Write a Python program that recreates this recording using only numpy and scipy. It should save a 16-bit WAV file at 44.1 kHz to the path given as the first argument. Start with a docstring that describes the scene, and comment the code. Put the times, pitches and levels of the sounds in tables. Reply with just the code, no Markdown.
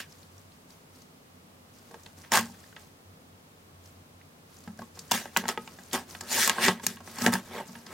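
"""A plastic paper trimmer on a desk, close up in a quiet room. A sheet slides to rest; gloved hands line it
up with rustles and ticks. At 2.3 s the guide rail clatters shut. From 5 s the blade carriage is nudged
along, scraping in fine slips; one small squeak at 5.9 s. At 6.2 s two pulls draw the carriage through
the paper; at 6.7 s it bounces on its stop. It is pushed back and hits a stop again at 7.3 s.
Every blow rings the hollow base and thumps the desk."""
import sys
import numpy as np
from scipy import signal
from scipy.fft import rfft, irfft, next_fast_len
from scipy.io import wavfile
from scipy.ndimage import uniform_filter1d, map_coordinates

SR = 44100
rng = np.random.default_rng(int(sys.argv[2]) if len(sys.argv) > 2 else 0)


def bounce(signal):
    """Save signal as a 16-bit WAV file at the path given by the first command-line argument."""
    frames = np.transpose(np.atleast_2d(signal))
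    limited = np.clip(frames, -1, 1)
    pcm = np.round(limited * 32767).astype(np.int16)
    wavfile.write(sys.argv[1], SR, pcm)


N = 349707

# hard clacks of plastic on plastic, and clicks of the blade: t/s, knock/dB, snap/dB, thump/dB, knock centre/Hz,
# snap edge/dB
HARD_CLACKS = [(4.99, -52, -36.5, -54, 1390, -2.5), (5.112, -28.5, -24.5, -54, 1130, 6),
               (5.1159, -16, -25, -31, 1860, 10), (5.1193, -47, -21, -61, 2080, 3),
               (5.364, -15, -35, -52, 1360, 1), (5.371, -22.5, -20, -32, 1470, 8.5),
               (5.4814, -34, -28.5, -58, 1750, 2), (5.488, -22.5, -25.5, -56, 1350, 2.5),
               (5.931, -41, -28, -34.5, 1430, 5), (6.208, -36, -33.5, -46, 1260, -2),
               (6.4759, -20.5, -19, -41, 1660, 7), (6.4957, -16, -19.5, -42, 1930, 1),
               (6.866, -25, -17.5, -36, 2110, 4.5), (7.184, -34.5, -35.5, -43, 1390, -3),
               (7.22, -38, -29, -28.5, 1480, -6), (7.322, -32, -34, -35, 1020, 22),
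               (7.337, -24.5, -23, -25, 1400, 2), (7.354, -23.5, -41, -50, 1290, -3),
               (7.865, -43, -45, -50, 1390, -12)]
# gloved finger taps: t/s, knock/dB, thump/dB, knock centre/Hz
FINGER_TAPS = [(1.91, -43, -56, 740), (1.941, -37, -58, 973), (2.061, -43.5, -54, 1970),
               (2.496, -53, -45, 730), (2.763, -39, -57, 1900), (4.675, -39.5, -37, 1030),
               (4.79, -35.5, -39, 710), (4.817, -36, -47, 930), (4.972, -42.5, -49, 1000),
               (5.255, -33.5, -49, 1150), (5.4379, -32, -39, 1110), (5.455, -29.5, -43, 1090),
               (5.5753, -24, -40, 1170), (5.675, -37.5, -54, 1710), (5.786, -42, -48, 990),
               (6.149, -35.5, -53, 1640), (6.583, -22.5, -37, 1010), (6.796, -38.5, -61, 1450),
               (6.969, -42, -52, 1750), (7.003, -41.5, -52, 1060), (7.074, -39, -47.5, 1160),
               (7.691, -45, -42.5, 780), (7.752, -38.5, -44, 1550)]
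# carriage on an end stop: t/s, knock/dB, thump/dB, bounce gap/s, loss per bounce/dB
STOP_HITS = [(6.682, -14, -25, 0.0062, 6.5), (7.263, -12.5, -23.5, 0.0083, 5.5)]
# brief sliding rubs; a sheet sliding to rest at the start, later the carriage nudges:
# full speed t/s, rise/s, hold/s, fade/(dB/s), rail/dB, then base, hiss, desk/dB re rail
SHORT_SLIDES = [(0.0, 0.005, 0.0026, 407, -39, -8, -4.5, -14),
                (2.24, 0.007, 0.008, 280, -54.5, 0.5, -12, -14),
                (2.326, 0.0093, 0.047, 366, -27.5, 2.5, -1, -4.5),
                (5.132, 0.022, 0.021, 184, -34, -2, -1, -3.5),
                (5.372, 0.008, 0.003, 285, -37.5, 4.5, -3, 4.5),
                (5.495, 0.02, 0.002, 394, -35, 2.5, -4, 0.5), (5.934, 0.011, 0.02, 309, -37, 5.5, 0.5, 1.5),
                (6.68, 0.015, 0.003, 390, -35, -4, -11, 2), (6.841, 0.022, 0.004, 400, -45, 0, 2.5, 2),
                (6.88, 0.0067, 0.006, 208, -44.5, -4.5, 1, 1.5),
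                (7.219, 0.075, 0.055, 298.5, -39.5, 3.5, 2, 3),
                (7.331, 0.011, 0.0052, 309, -35, 4.5, -1.5, 3), (7.541, 0.067, 0.07, 385, -44.5, 6, -8, 3),
                (7.925, 0.08, 0.01, 280, -51, 8, -1.5, 8)]
# the cut, one list per pull: t/s, rail/dB, then base, hiss/dB re rail
CUT_PULLS = [
    [(6.235, -57, 11.5, -8), (6.281, -51.5, -3, 1.5), (6.319, -33, -3, 1), (6.393, -33, -0.5, 5.5),
     (6.431, -25, -9, -0.5), (6.468, -30.5, -8, -0.5)],
    [(6.512, -35, 1, -17), (6.548, -47.5, 2, -5), (6.596, -39.5, 4, -6), (6.642, -20.5, -9, -6.5),
     (6.675, -29.5, 3, -4)],
]
# top of the hiss, keenest on the bare far end of the rail: t/s, level/dB
HISS_TOP = [(2.4, 1.5), (5.1, 3), (6.0, 0.5), (6.35, 0.5), (6.7, -0.5), (7.3, 1.5)]
# gloves shifting on paper: t/s, hold/s, level/dB
HAND_MOVES = [(0.096, 0.13, -60), (0.306, 0.097, -63.5), (0.533, 0.02, -65), (0.708, 0.01, -57.5),
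              (0.934, 0.076, -60), (1.75, 0.34, -60.5), (2.178, 0.037, -56), (2.457, 0.015, -51.5),
              (2.532, 0.15, -57), (2.794, 0.015, -55), (3.848, 0.02, -58.5), (4.507, 0.16, -59.5),
              (4.794, 0.012, -54.5), (4.962, 0.1, -55), (5.342, 0.022, -52.5), (5.59, 0.4, -55.5),
              (6.094, 0.044, -48), (6.205, 0.04, -52.5), (7.067, 0.083, -48), (7.455, 0.021, -51),
              (7.677, 0.005, -51.5), (7.73, 0.058, -52.5)]
# pitched ticks from handling the sheet, one small squeak at 5.9 s: t/s, f/Hz, level/dB
GLOVE_TICKS = [(0.121, 5760, -50), (0.229, 4230, -51), (0.379, 5740, -52), (0.519, 4350, -55),
               (0.704, 4470, -52), (1.018, 6020, -50.5), (1.784, 7100, -56), (2.033, 6400, -50),
               (2.06, 3940, -44.5), (2.542, 1790, -51), (2.639, 1860, -49), (2.726, 1570, -48),
               (3.857, 5740, -50), (4.212, 2400, -51.5), (4.565, 5970, -52), (4.953, 5930, -52),
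               (5.911, 3730, -43.5), (6.108, 5500, -43), (7.863, 6020, -45)]

# resonances: f/Hz, width/Hz, level/dB
BASE_MODES = [(366, 47, 1.5), (464, 26, -0.5), (582, 52, -6), (754, 170, -2.5), (896, 52, 3),
              (1074, 34, 1.5), (1287, 19.4, 0.5), (1615, 152, 3), (1913, 28, 0.5), (2454, 17, -11),
              (2850, 21, -3), (3450, 74, -8.5)]
CARRIAGE_MODES = [(4680, 1900, 6.5), (6970, 1000, -1), (8580, 590, 1.5), (12200, 1160, -2)]
RAIL_MODES = [(1830, 150, -5)]
DRONE_MODES = [(90, 3.1, 2), (139, 17, -10), (184.5, 22, -11.5), (249, 15.3, -13)]
# desk resonances: f/Hz, level/dB, t60/s
DESK_MODES = [(113.8, -8.5, 0.17), (187.2, 2.5, 0.15), (230.4, 0, 0.28)]

# spectra of blows, scrape, gloves and room noise: f/Hz, level/dB
KNOCK_EQ = [(150, -25.5), (400, 8.5), (900, -1), (1700, -5), (3200, 3), (4500, 2), (9000, -14),
            (16000, -41)]
SNAP_EQ = [(1200, -21), (3000, -10), (5000, -1), (7000, 2), (9000, -6), (12000, -7.5), (16000, -11.5)]
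RAIL_EQ = [(700, -38.5), (1250, -6), (1700, 0), (2300, 1), (3400, 0), (4500, -9), (7000, -40.5)]
BASE_EQ = [(300, -50.5), (500, 5), (750, 5.5), (1000, 4.5), (1250, 5.5), (1800, -10.5), (4000, -60.5)]
HISS_EQ = [(2000, -30), (3800, -4), (5500, 6.5), (7800, 5.5), (10500, 2), (13500, -0.5), (16000, -2)]
RUMBLE_EQ = [(70, -24.5), (140, -12.5), (190, -7.5), (240, 2), (300, -18), (390, -1.5), (520, -20.5),
             (800, -23), (2000, -57)]
BRUSH_EQ = [(300, 11), (1000, 8), (2500, 2.5), (5500, -2), (8000, -11), (12000, -2.5), (16000, -5.5)]
CRINKLE_EQ = [(2500, -20), (4500, -0.5), (6500, 0), (9000, -4), (13000, -12.5), (16000, -33)]
AIR_EQ = [(15, -43), (25, -27), (59, -16), (74, -30), (94, 5.5), (120, -17), (157, -1), (205, -10),
          (241, -4), (307, -13.5), (437, -11), (955, -18), (1120, -17.5), (1510, -23), (15800, -32)]
# stereo side gain of trimmer and room noise: f/Hz, level/dB
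TRIMMER_SIDE = [(100, -74), (400, -83), (800, -41), (1300, -17), (2400, -8.5), (4400, -6), (8000, -4),
                (15000, -5)]
AIR_SIDE = [(60, -29.5), (300, -6.5), (1200, 3.5), (4000, 2), (12000, -1)]
# room decay: f/Hz, t60/s
ROOM_T60 = [(200, 0.47), (1500, 0.24), (6000, 0.12), (15000, 0.026)]

SHUT_S, CHATTER_GAP_S, CHATTER_HOLD_S, SETTLE_DB_PER_S = 2.3194, 0.0178, 0.053, 370
RUN_UP_DB, COAST_DB_PER_S = 19, 300
HAND_RISE_S, HAND_FADE_DB_PER_S = 0.044, 126
TOP_HZ = 16000


def contacts(knock_t60_s=0.015, snap_t60_s=0.017, knock_tail_db=-31, snap_tail_db=-27):
    """Plastic chatters briefly at each contact: base knock, bright snap, desk thump."""
    out, t = np.zeros((2, N)), np.arange(SR // 5) / SR
    tail = amp(-60 * t / .13)

    def burst(t60_s, tail_db):
        return rng.standard_normal((2, len(t))) * (amp(-60 * t / t60_s) + amp(tail_db) * tail)

    def equal_energy(x):
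        return x / np.linalg.norm(x, axis=1, keepdims=True) * np.sqrt(.003 * SR)

    blows = rail_chatter() + stop_bounces() + HARD_CLACKS + finger_taps()
    for s, knock_db, snap_db, thump_db, centre_hz, edge_db in blows:
        # the glove cushions light touches: slower onset
        rise_s = np.interp(max(knock_db, snap_db), [-45, -30], [.013, .00012])
        onset = 1 - np.exp(-t / rise_s)
        knock = colour(onset * burst(knock_t60_s, knock_tail_db), knock_spectrum(centre_hz))
        knock = equal_energy(ringing(knock, base_at_contact(), direct=0.18))
        snap = colour(onset * burst(snap_t60_s, snap_tail_db), snap_spectrum(edge_db))
        snap = equal_energy(ringing(snap, CARRIAGE_MODES, direct=2.1))
        add(out, s, amp(knock_db) * knock + amp(snap_db) * snap + amp(thump_db) * desk_thump(t))
    return out


def rail_chatter(count=7, knock_db=-20, snap_db=-23, thump_db=-31, thump_slope_db_per_s=300,
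                 centre_hz=1400, edge_db=3):
    """The rail chatters on the base; its weight reaches the desk as it starts to settle."""
    offsets_s = CHATTER_GAP_S * np.arange(count) - CHATTER_HOLD_S
    losses_db = SETTLE_DB_PER_S * np.maximum(offsets_s, 0)
    return [(SHUT_S + CHATTER_HOLD_S + s, knock_db - loss_db, snap_db - loss_db,
             thump_db - thump_slope_db_per_s * abs(s), centre_hz, edge_db)
            for s, loss_db in zip(offsets_s, losses_db)]


def stop_bounces(count=4, first_hz=1350, bounce_hz=950, snap_db=-9, duller_db=4,
                 thump_loss_db=5, edge_db=-4):
    """The carriage hits its stop hard, then bounces, weaker and duller."""
    return [(s + k * gap_s, db - k * loss_db, db + snap_db - k * (loss_db + duller_db),
             thump_db - k * thump_loss_db, bounce_hz if k else first_hz, edge_db)
            for s, db, thump_db, gap_s, loss_db in STOP_HITS for k in range(count)]


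def finger_taps(snap_db=-54, snap_growth=0.33, typical_db=-38, edge_db=-5):
    """The glove takes nearly all the snap out of a tap."""
    return [(s, db, snap_db + snap_growth * (db - typical_db), thump_db, hz, edge_db)
            for s, db, thump_db, hz in FINGER_TAPS]


def knock_spectrum(centre_hz, octave_loss_db=5.5):
    """Soft contacts favour low modes, hard ones high."""
    return [(hz, db - octave_loss_db * min(np.log2(hz / centre_hz) ** 2, 4)) for hz, db in KNOCK_EQ]


def snap_spectrum(edge_db):
    """A sharp edge lifts the top treble."""
    return [(hz, db + edge_db * np.clip(np.log2(hz / 6500), -.5, 1)) for hz, db in SNAP_EQ]


def base_at_contact():
    """Each contact point excites and loads the base modes differently."""
    shifts = rng.standard_normal((len(BASE_MODES), 2)) * [.018, 3]
    return [(hz * (1 + detune), width_hz, db + extra_db)
            for (hz, width_hz, db), (detune, extra_db) in zip(BASE_MODES, shifts)]


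def desk_thump(t, rise_s=0.0035):
    """The desk booms; the weight of the hands shifts its modes from blow to blow."""
    shifts = rng.standard_normal((len(DESK_MODES), 2)) * [.02, 2]
    ring = sum(amp(db + extra_db - 60 * t / t60_s) * np.sin(2 * np.pi * hz * (1 + detune) * t)
               for (hz, db, t60_s), (detune, extra_db) in zip(DESK_MODES, shifts))
    return ring * (1 - np.exp(-t / rise_s))


def sliding_scrape(base_db=-2, rumble_db=-3):
    """Carriage or sheet slips finely: the rail sings, paper hisses, the base drums and shakes the desk."""
    rail_gain, base_gain, hiss_gain, desk_gain = slide_gains()
    friction = grains(rate_hz=3200, spread_db=4, smooth=1)
    friction = patchy(friction, depth_db=2.6, width_hz=450, length_s=.022)
    rail = rail_gain * unit(ringing(colour(friction, RAIL_EQ), BASE_MODES + RAIL_MODES, direct=1.0))
    base = base_gain * unit(ringing(colour(friction, BASE_EQ), BASE_MODES, direct=0.25))
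    hiss = hiss_gain * hiss_treble(unit(ringing(colour(friction, HISS_EQ), CARRIAGE_MODES, direct=2.2)))
    rumble = desk_gain * unit(colour(friction, RUMBLE_EQ, size=4096))
    return rail + amp(base_db) * base + hiss + amp(rumble_db) * rumble


def slide_gains(pull_db=-0.5, pull_base_db=-1, pull_hiss_db=1, pull_desk_db=-4, pull_rise_s=0.035):
    """Rail, base, hiss and desk gains; each slide or pull coasts to rest."""
    gains, t = np.zeros((4, N)), np.arange(N) / SR
    for s, rise_s, hold_s, fade_db_per_s, db, *relative_db in SHORT_SLIDES:
        gains += np.outer(amp(db + np.array([0, *relative_db])), swell(s, rise_s, hold_s, fade_db_per_s))
    for pull in CUT_PULLS:
        times_s, *columns = np.transpose(pull)
        rail_db, base_rel_db, hiss_rel_db = [np.interp(t, times_s, column) for column in columns]
        base_db, hiss_db = rail_db + base_rel_db, rail_db + hiss_rel_db
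        levels_db = [rail_db, base_db + pull_base_db, hiss_db + pull_hiss_db, base_db + pull_desk_db]
        motion = swell(times_s[0], pull_rise_s, times_s[-1] - times_s[0], COAST_DB_PER_S)
        gains += amp(pull_db) * amp(levels_db) * motion
    return gains


def hiss_treble(hiss, split_hz=10000):
    """The top of the hiss changes with the carriage's place on the rail."""
    top = filtered(hiss, lambda f: 1 - 1 / (1 + (f / split_hz) ** 8))
    top_db = np.interp(np.arange(N) / SR, *np.transpose(HISS_TOP))
    return hiss + (amp(top_db) - 1) * top


def grains(rate_hz, spread_db, smooth, decay_s=.0003):
    """Tiny random slips of uneven size over even friction noise."""
    slips = (rng.random(N) < rate_hz / SR) * amp(spread_db * rng.uniform(-1, 1, N))
    slips = signal.lfilter([1], [1, -np.exp(-1 / (decay_s * SR))], slips)
    return unit((unit(slips) + smooth) * rng.standard_normal((2, N)))


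def patchy(x, depth_db, width_hz, length_s):
    """Narrow friction bands swell and fade as the contact point moves."""
    z = signal.stft(x, nperseg=256)[2]
    band, frame = np.indices(z.shape[1:])
    hz, s = band * SR / 256, frame * 128 / SR
    knots = rng.standard_normal((200, 4000))
    field = map_coordinates(knots, [hz / width_hz, s / length_s], order=1, mode='wrap')
    return signal.istft(z * amp(depth_db * unit(field)), nperseg=256)[1][:, :N]


def glove_rustle(brush_db=-3, crinkle_db=-6, tick_db=-10):
    """Thin gloves brush the sheet; their folds crinkle in narrow chirps and sparse ticks."""
    touch = np.max([amp(db) * swell(s, HAND_RISE_S, hold_s, HAND_FADE_DB_PER_S)
                    for s, hold_s, db in HAND_MOVES], axis=0)
    brush = unit(colour(grains(rate_hz=2700, spread_db=1, smooth=1), BRUSH_EQ))
    chirps = patchy(rng.standard_normal((2, N)), depth_db=4, width_hz=1200, length_s=.006)
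    crinkle = unit(colour(chirps, CRINKLE_EQ))
    ticks = unit(colour(grains(rate_hz=70, spread_db=8, smooth=0), CRINKLE_EQ))
    return touch * (amp(brush_db) * brush + amp(crinkle_db) * crinkle + amp(tick_db) * ticks)


def glove_ticks(peak_s=0.0021, fall_per_s=4, roughness=0.193, overtone_db=-11):
    """Brief pitched ticks from handling the sheet; the pitch wavers and sinks."""
    out, t = np.zeros((2, N)), np.arange(SR // 16) / SR
    envelope = t / peak_s * np.exp(1 - t / peak_s)
    for s, hz, db in GLOVE_TICKS:
        jitter = unit(uniform_filter1d(rng.standard_normal((2, len(t))), size=16))
        phase = 2 * np.pi * np.cumsum(hz * (1 - fall_per_s * t + roughness * jitter), axis=1) / SR
        add(out, s, amp(db) * envelope * (np.sin(phase) + amp(overtone_db) * np.sin(2 * phase)))
    return out


def room_reverb(x):
    """Small furnished room: a short tail, shorter in the treble."""
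    hz, t, z = signal.stft(rng.standard_normal((2, SR // 2)), SR, nperseg=256)
    tail = signal.istft(z * amp(-60 * t / along(ROOM_T60, hz)[:, None]), SR, nperseg=256)[1]
    tail = np.pad(tail / np.linalg.norm(tail[0]), ((0, 0), (SR // 200, 0)))  # 5 ms pre-delay
    return signal.fftconvolve(x[:1], tail, axes=1)[:, :N]


def room_tone(air_db=-57.5, drone_db=-60):
    """Steady room noise with a low, fuzzy drone."""
    air = unit(colour(rng.standard_normal((2, N)), AIR_EQ, size=8192))
    drone = unit(filtered(rng.standard_normal((2, N)), lambda f: resonances(DRONE_MODES, f)))
    return stereo(amp(air_db) * air + amp(drone_db) * drone, AIR_SIDE)


def swell(s, rise_s, hold_s, fade_db_per_s):
    """Gain of one movement: gathers speed up to s, holds, dies away."""
    t = np.arange(N) / SR - s
    gain = np.zeros(N)
    near = (t > -.3) & (t < hold_s + .4)
    rise_db = RUN_UP_DB * np.minimum(t[near], 0) / max(rise_s, 1e-3)
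    fade_db = fade_db_per_s * np.maximum(t[near] - hold_s, 0)
    gain[near] = amp(rise_db - fade_db)
    return gain


def ringing(x, modes, direct, size=4096):
    """Part of a vibration radiates at once; the rest rings in the modes."""
    impulse = irfft(direct + resonances(modes, np.fft.rfftfreq(size, 1 / SR)))
    return signal.oaconvolve(x, impulse[None], axes=1)[:, :x.shape[1]]


def resonances(modes, f):
    """Complex response of (f/Hz, width/Hz, level/dB) modes."""
    return sum(amp(db) * 1j * f * width_hz / (hz * hz - f * f + 1j * f * width_hz)
               for hz, width_hz, db in modes)


def colour(x, points, size=1024):
    """Minimum-phase filter from (f/Hz, level/dB) points."""
    cepstrum = irfft(np.log(amp(along(points, np.fft.rfftfreq(size, 1 / SR)))))
    cepstrum[1:size // 2] *= 2
    cepstrum[size // 2 + 1:] = 0
    impulse = irfft(np.exp(rfft(cepstrum)))
    return signal.oaconvolve(x, impulse[None], axes=1)[:, :x.shape[1]]


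def filtered(x, response):
    """Apply a complex frequency response."""
    n = x.shape[-1]
    size = next_fast_len(n + 4096, True)
    return irfft(rfft(x, size) * response(np.fft.rfftfreq(size, 1 / SR)), size)[..., :n]


def stereo(pair, side_points):
    """Mid and side to left and right; the bass is alike in both."""
    side = filtered(pair[1], lambda f: amp(along(side_points, f)))
    return np.array([pair[0] + side, pair[0] - side])


def along(points, hz):
    """Read (f/Hz, value) points on a log axis."""
    f, values = np.transpose(points)
    return np.interp(np.log(hz + 1), np.log(f + 1), values)


def add(track, s, sound):
    """Mix in at s seconds."""
    part = track[..., round(s * SR):][..., :sound.shape[-1]]
    part += sound[..., :part.shape[-1]]


def amp(db):
    """dB to gain."""
    return 10 ** (np.asarray(db) / 20)


def unit(x):
    """Scale to rms 1."""
    return x / np.sqrt(np.mean(x ** 2) + 1e-20)


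def scene(reverb_db=-21, lean_db=1, bass_cut_hz=70):
    """Trimmer and hands in the room; their treble leans left."""
    near = contacts() + sliding_scrape() + glove_rustle() + glove_ticks()
    trimmer = stereo(near + amp(reverb_db) * room_reverb(near), TRIMMER_SIDE)
    lean = lambda f: amp(np.outer([1, -1], along([(500, 0), (1500, -.7), (8000, lean_db)], f)))
    bass_cut = lambda f: 1j * f / (bass_cut_hz + 1j * f)  # deep bass rolls off gently below bass_cut_hz
    return filtered(trimmer, lambda f: lean(f) * bass_cut(f)) + room_tone()


def record(dry):
    """Brick-wall low-pass at TOP_HZ."""
    return filtered(dry, lambda hz: hz < TOP_HZ)


dry = scene()
out = record(dry)
bounce(out)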